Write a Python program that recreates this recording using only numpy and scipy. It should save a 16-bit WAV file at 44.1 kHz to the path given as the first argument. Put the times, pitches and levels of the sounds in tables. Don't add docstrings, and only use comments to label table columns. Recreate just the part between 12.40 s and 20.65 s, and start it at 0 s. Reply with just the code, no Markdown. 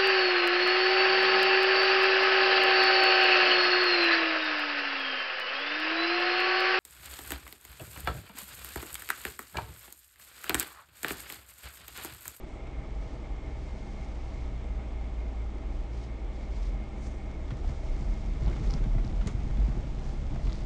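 import sys
import numpy as np
from scipy import signal
from scipy.fft import rfft, irfft
from scipy.io import wavfile
from scipy.ndimage import uniform_filter1d

SR = 44100
rng = np.random.default_rng(int(sys.argv[2]) if len(sys.argv) > 2 else 0)


def unload_audio(sound):
    columns = np.transpose(np.atleast_2d(sound))
    steps = np.round(np.clip(columns, -1, 1) * 32767)
    wavfile.write(sys.argv[1], SR, steps.astype(np.int16))


N = 363825

# t/s, f/Hz
FIRING_RATE = [(0, 64), (1.3, 63.5), (2, 60), (2.8, 55.8), (3.4, 57), (4, 59), (4.6, 62), (5.1, 65.3),
               (6, 73), (6.5, 76), (7.4, 70.5), (7.9, 66), (8.25, 65)]
# t/s, boom level/dB, growl level/dB
ENGINE_LOAD = [(0, -51, -61), (.35, -44, -47.5), (.75, -44.5, -51.5), (1.2, -40.5, -49), (1.55, -44, -52.5),
               (2, -38, -47), (2.8, -37, -50.5), (3.4, -35, -48.5), (4, -38.5, -51.5), (4.6, -40.5, -49.5),
               (5.1, -40.5, -50), (5.6, -40.5, -46.5), (6, -48, -45.5), (6.5, -41.5, -45),
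               (7, -38.5, -46.5), (7.5, -44.5, -48), (8.25, -40, -45.5)]
# multiple of the firing rate, relative level/dB
GROWL_ORDERS = [(2, -3), (3, -13)]
def engine(throb_db=2, throb_hz=7, waver_rad=.5, waver_hz=4):
    firing_hz, = in_time(FIRING_RATE)
    boom_db, growl_db = in_time(ENGINE_LOAD)
    phase = 2 * np.pi * np.cumsum(firing_hz) / SR
    waver = waver_rad * drift(waver_hz)
    growl = [(multiple * phase + waver, growl_db + db) for multiple, db in GROWL_ORDERS]
    hum = np.zeros(N)
    for angle, db in [(phase, boom_db)] + growl:
        tone = np.sqrt(2) * np.sin(angle + rng.uniform(0, 2 * np.pi))
        hum += tone * from_db(db + throb_db * drift(throb_hz))
    return hum


# f/Hz, relative level/dB
RUMBLE_EQ = [(8, -34.5), (16, -8), (22, -4.5), (32, 0.5), (50, 0.5), (59, -8), (70, -23.5), (110, -40.5)]
PANEL_EQ = [(60, -24), (82, 4.5), (100, 7), (115, 1.5), (128, 2.5), (150, -1.5), (185, -2.5), (250, -7),
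            (330, -9.5), (430, -20), (700, -18), (1300, -31.5), (2500, -39.5), (5000, -49)]
CHATTER_EQ = [(300, -11.5), (520, 4), (680, 2.5), (1000, -9), (1350, -3.5), (2500, -9), (4500, -19),
              (9000, -45)]
def body(shake_db=2, shake_hz=30):
    rumble = by_road(db=-35, slope=1) * evened(noise(RUMBLE_EQ), samples=3500)
    shake = from_db(shake_db * drift(shake_hz))
    panels = by_road(db=-45.5, slope=0.87) * evened(noise(PANEL_EQ), samples=3000)
    chatter = by_road(db=-65, slope=0.53) * coloured(grains(per_s=160, spread_db=2.0), CHATTER_EQ)
    return rumble + shake * (panels + chatter)


# centre t/s, level/dB, half length/s, f/Hz
RUTS = [(0.39, -32.5, 0.024, 58), (0.595, -36.5, 0.062, 49), (0.933, -34.5, 0.023, 41.7),
        (2.123, -35, 0.038, 47.6), (2.387, -38, 0.053, 40), (3.355, -31, 0.095, 34.7),
        (3.869, -31, 0.023, 45.7), (4.25, -32, 0.13, 43.7), (5.245, -28.5, 0.037, 33.8),
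        (5.53, -29, 0.047, 29.2), (5.715, -26.5, 0.025, 40.5), (5.909, -30, 0.053, 39.5),
        (6.088, -30, 0.047, 54), (6.304, -28.5, 0.037, 42.6), (6.439, -28, 0.034, 38),
        (6.567, -25.5, 0.048, 34.6), (6.817, -27.5, 0.042, 41), (7.224, -24.5, 0.061, 48.7),
        (7.449, -36, 0.065, 36.6), (7.704, -27, 0.012, 55), (8.054, -27, 0.047, 39)]
def ruts():
    out = np.zeros(N)
    for s, db, half_length, hz in RUTS:
        age = np.arange(N) / SR - s
        near = np.abs(age) < 4 * half_length
        swell = from_db(db) * np.exp(-.5 * (age[near] / half_length) ** 2)
        out[near] += swell * np.sqrt(2) * np.sin(2 * np.pi * (hz * age[near] + rng.random()))
    return out


# t/s, level/dB, f/Hz
JOLTS = [(5.115, -31, 119.4), (5.29, -37.5, 125), (5.6, -31.5, 115), (6.015, -30.5, 125),
         (6.076, -29.5, 117.5), (6.148, -38, 125), (6.2, -30, 123), (6.27, -31.5, 138), (6.342, -31, 135),
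         (6.405, -32.5, 140), (6.459, -28.5, 112), (6.551, -27.5, 115), (6.647, -31, 124),
         (6.854, -26, 110), (6.938, -32, 118), (7.061, -32.5, 132), (7.18, -29, 123.4), (7.279, -29, 123),
         (7.368, -31, 135), (7.931, -32.5, 120), (8.049, -31, 128)]
# multiple of the pitch, relative level/dB, t60/s
CABIN_MODES = [(.76, -9.5, 0.094), (1, 1, 0.17), (1.3, -4, 0.093), (1.8, -4.5, 0.11), (2.7, -11.5, .08)]
# f/Hz, relative level/dB
SHUDDER_EQ = [(60, -27), (92, -1), (125, 2.5), (165, -6.5), (250, -15.5), (400, -14), (800, -34.5)]
def thumps(shudder_db=-5.5, shudder_t60_s=0.25):
    tails = [(s, db + shudder_db, shudder_t60_s) for s, db, _ in JOLTS]
    shudder = blows(tails, SHUDDER_EQ, rise_s=0.012)
    return struck(JOLTS, CABIN_MODES) + shudder


# t/s, level/dB, f/Hz
TICKS = [(6.0615, -35.5, 4300), (6.2755, -41, 3600), (6.3025, -39, 5000), (6.3078, -30.5, 5150),
         (6.3183, -42, 5000), (6.3332, -41, 5000), (6.3385, -26.5, 5150), (6.6482, -39, 5000),
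         (6.6776, -39.5, 4700), (6.7275, -44, 3700), (7.172, -42, 3900), (8.069, -41, 5500),
         (8.096, -35.5, 3800), (8.1228, -34, 3800), (8.1297, -31, 4900), (8.155, -39, 5100)]
CLUNKS = [(5.2425, -37, 705), (5.287, -44, 670), (5.433, -38, 647), (5.605, -43, 656), (6.2395, -37, 612),
          (6.5485, -36, 665), (6.5815, -32.5, 666), (7.009, -39, 704), (7.197, -42, 674),
          (7.9585, -39, 675), (7.995, -38, 664), (8.121, -51, 666)]
# multiple of the pitch, relative level/dB, t60/s
TRIM_MODES = [(.3, -20, .004), (.73, -12, .003), (1, 0, .003), (1.37, -16, .003)]
CLUNK_MODES = [(.8, -14, 0.02), (1, -2, 0.053), (1.18, -9.5, 0.018), (2.02, -21, .03), (3.06, -15.5, 0.039)]
# t/s, level/dB, t60/s
KNOCKS = [(.269, -48, 0.054), (5.1055, -41.5, 0.034), (5.113, -52, 0.1), (5.244, -53, .07),
          (5.289, -52, 0.19), (6.078, -46.5, 0.1), (6.127, -46, 0.077), (6.162, -47, 0.1),
          (6.302, -49, 0.11), (6.3326, -50, 0.12), (6.3755, -48, 0.1), (6.4369, -48, 0.083),
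          (6.582, -48, 0.07), (6.642, -48.5, 0.056), (6.812, -47.5, 0.14), (6.8735, -43, 0.14),
          (7.1717, -49, .04), (7.959, -51, .07), (8.069, -45, 0.06), (8.096, -49, .04), (8.121, -50, 0.055),
          (8.147, -51, .06)]
SNAPS = [(6.871, -38, 0.014), (6.8736, -33, 0.0069), (6.876, -52, .1), (6.9045, -64, .05),
         (6.9115, -57, .035)]
# f/Hz, relative level/dB
KNOCK_EQ = [(200, -10), (700, -0.5), (1350, 4.5), (1700, -2.5), (2100, -0.5), (2700, -6.5), (3500, -5),
            (4600, -14.5), (7000, -20.5), (10000, -35)]
SNAP_EQ = [(1500, -11), (3500, -5), (5000, -2), (5500, -6), (6200, 5), (7200, 2), (8000, -7.5), (9200, -7),
           (10500, -26)]
def rattles():
    ringing = struck(TICKS, TRIM_MODES) + struck(CLUNKS, CLUNK_MODES)
    return ringing + blows(KNOCKS, KNOCK_EQ, rise_s=0.00025) + blows(SNAPS, SNAP_EQ, rise_s=0.00023)


# f/Hz, relative level/dB
SNOW_EQ = [(700, -4), (1400, 7.5), (2800, 4.5), (4200, 4.5), (5500, 3.5), (7200, 0.5), (8000, -6),
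           (8700, -8), (9500, -16), (10500, -35)]
# t/s, level/dB
CAVITY_LEVEL = [(0, -70), (.9, -65), (1.25, -61), (1.43, -47), (1.7, -65), (2.1, -56), (4.1, -56.5),
                (4.453, -47.5), (4.9, -55), (5.3, -58), (5.75, -49), (6.1, -49), (6.5, -48.5), (6.95, -47),
                (7.3, -51.5), (8.25, -54)]
def tyres(crunch_db=-7.0, grains_per_s=400):
    snow_gain = by_road(db=-64.5, slope=0.61)
    crust = grains(per_s=grains_per_s * (snow_gain / snow_gain.mean()) ** 2, spread_db=6.5)
    snow = noise(SNOW_EQ) + from_db(crunch_db) * coloured(crust, SNOW_EQ)
    cavity_db, = in_time(CAVITY_LEVEL)
    cavity = from_db(cavity_db) * evened(resonance(hz=209, width_hz=8), samples=8000)
    return snow_gain * snow + cavity


# centre t/s, level/dB, half length/s, brightest f/Hz
SWISHES = [(0.122, -72, 0.048, 6550), (0.678, -69, 0.1, 5000), (1.455, -68, 0.3, 5000),
           (1.95, -67, 0.11, 4700), (3.36, -71.5, 0.061, 4840), (3.6, -62.5, 0.064, 4600),
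           (4, -68, .06, 4700), (4.212, -62, 0.085, 4600), (4.666, -69, 0.09, 6600),
           (4.66, -62.5, .028, 5600), (5.298, -65, 0.018, 5507), (5.553, -67.5, 0.32, 5330),
           (6.3, -60.5, 0.068, 5000), (7.694, -63, 0.061, 4900), (8.121, -61.5, 0.1, 4400)]
def swishes(flutter_db=1.7, flutter_hz=64):
    t, spray = np.arange(N) / SR, np.zeros(N)
    for s, db, half_length, hz in SWISHES:
        plateau = from_db(db) / np.sqrt(1 + np.abs((t - s) / half_length) ** 6)
        spray += plateau * resonance(hz, width_hz=2050)
    return spray * from_db(flutter_db * drift(flutter_hz))


# f/Hz, relative level/dB
FAN_EQ = [(120, -23), (200, -6.5), (270, 6), (350, 3.5), (460, -1), (550, -3.5), (640, -1.5), (730, -7),
          (850, -4.5), (1000, -9.5), (1250, -11.5), (1550, -18), (1970, -17), (2800, -20.5), (3500, -21),
          (5000, -37.5)]
# f/Hz, width/Hz, relative level/dB
DUCT_MODES = [(496, 36, -15), (638, 36, -9.5), (791, 15, -11), (928, 12, -29), (1148, 16, -24),
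              (1265, 25, -21), (1710, 24, -30.5), (1808, 41, -23)]
VENT_MODES = [(2135, 59, -13), (2270, 53, -18), (2420, 53, -26.5), (2495, 22, -30)]
# t/s, level/dB
DUCT_LEVEL = [(0, -51), (1.6, -50.5), (2.6, -52.2), (3.8, -52.5), (4.7, -50.5), (5.8, -51), (8.25, -57)]
def heater(fan_db=-49.0, flutter_db=1.5, flutter_hz=9):
    duct_db, = in_time(DUCT_LEVEL)
    ducts = sum(from_db(db) * resonance(hz, width) for hz, width, db in DUCT_MODES)
    whistle = sum(from_db(db) * resonance(hz, width) for hz, width, db in VENT_MODES)
    whistle *= from_db(flutter_db * drift(flutter_hz))
    return from_db(fan_db) * noise(FAN_EQ) + from_db(duct_db) * (ducts + whistle)


# f/Hz, level/dB
WHINE_TONES = [(7662, -90.5), (7721, -88.5), (8279, -92.5), (8338, -94)]
def whine(waver_db=2.5, waver_hz=30):
    t = np.arange(N) / SR
    return sum(from_db(db + waver_db * drift(waver_hz)) * np.sqrt(2) * np.sin(2 * np.pi * hz * t)
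               for hz, db in WHINE_TONES)


# t/s, level/dB
ROUGHNESS = [(0, -7), (.6, -4.5), (2, -2.5), (3.8, -5.5), (4.9, -2), (5.3, 0), (5.9, 2), (6.1, 6),
             (6.55, 3), (7.3, 4), (7.6, 2.5), (8.25, 3.5)]
def by_road(db, slope):
    rough_db, = in_time(ROUGHNESS)
    return from_db(db + slope * rough_db)


def struck(hits, modes):
    age, out = np.arange(SR // 5) / SR, np.zeros(N + SR)
    for s, hit_db, hz in hits:
        start = round(s * SR)
        for k, (ratio, db, t60) in enumerate(modes):
            decay = from_db(hit_db + db + rng.normal(0, 1) - 60 * age / t60)
            out[start:start + len(age)] += (-1) ** k * decay * np.sin(2 * np.pi * ratio * hz * age)
    return out[:N]


def blows(events, eq, rise_s):
    t, envelope = np.arange(N) / SR, np.zeros(N)
    for s, db, t60 in events:
        start = round(s * SR)
        age = t[:min(N - start, SR // 2)]
        attack = 1 - np.exp(-age / rise_s)
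        envelope[start:start + len(age)] += attack * from_db(db - 60 * age / t60)
    return envelope * evened(noise(eq), samples=1200)


def grains(per_s, spread_db):
    sizes = from_db(spread_db * np.minimum(rng.exponential(1, N), 4))
    signs = rng.choice([-1, 1], N)
    return sizes * signs * (rng.random(N) < per_s / SR)


def resonance(hz, width_hz):
    f = np.arange(N // 2 + 1) * SR / N
    return rms_one(irfft(rfft(rng.standard_normal(N)) / (1 + ((f - hz) / width_hz) ** 2), N))


def drift(rate_hz):
    return resonance(0, rate_hz)


def noise(eq):
    return coloured(rng.standard_normal(N), eq)


def coloured(x, eq):
    hz, db = np.transpose(eq)
    f = np.maximum(np.arange(N // 2 + 1) * SR / N, 1)
    skirts = np.minimum(f / hz[0], 1) ** 2 * np.minimum(hz[-1] / f, 1) ** 2
    curve = from_db(np.interp(np.log(f), np.log(hz), db))
    return rms_one(irfft(rfft(x) * skirts * curve, N))


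def evened(x, samples):
    return x / np.sqrt(uniform_filter1d(x ** 2, samples) + 1e-9)


def in_time(rows):
    s, *columns = np.transpose(rows)
    return [np.interp(np.arange(N) / SR, s, c) for c in columns]


def from_db(db):
    return 10 ** (np.asarray(db) / 20)


def rms_one(x):
    return x / np.sqrt(np.mean(x ** 2) + 1e-20)


def scene():
    driving = engine() + body() + ruts() + thumps()
    wheels = tyres() + swishes()
    return (driving + wheels + heater() + rattles() + whine())[None]


def record(dry, rolloff_hz=9700, cutoff_hz=10500):
    rounded = signal.sosfilt(signal.butter(8, rolloff_hz, fs=SR, output="sos"), dry)
    return signal.sosfilt(signal.ellip(10, .1, 80, cutoff_hz, fs=SR, output="sos"), rounded)


dry = scene()
out = record(dry)
unload_audio(out)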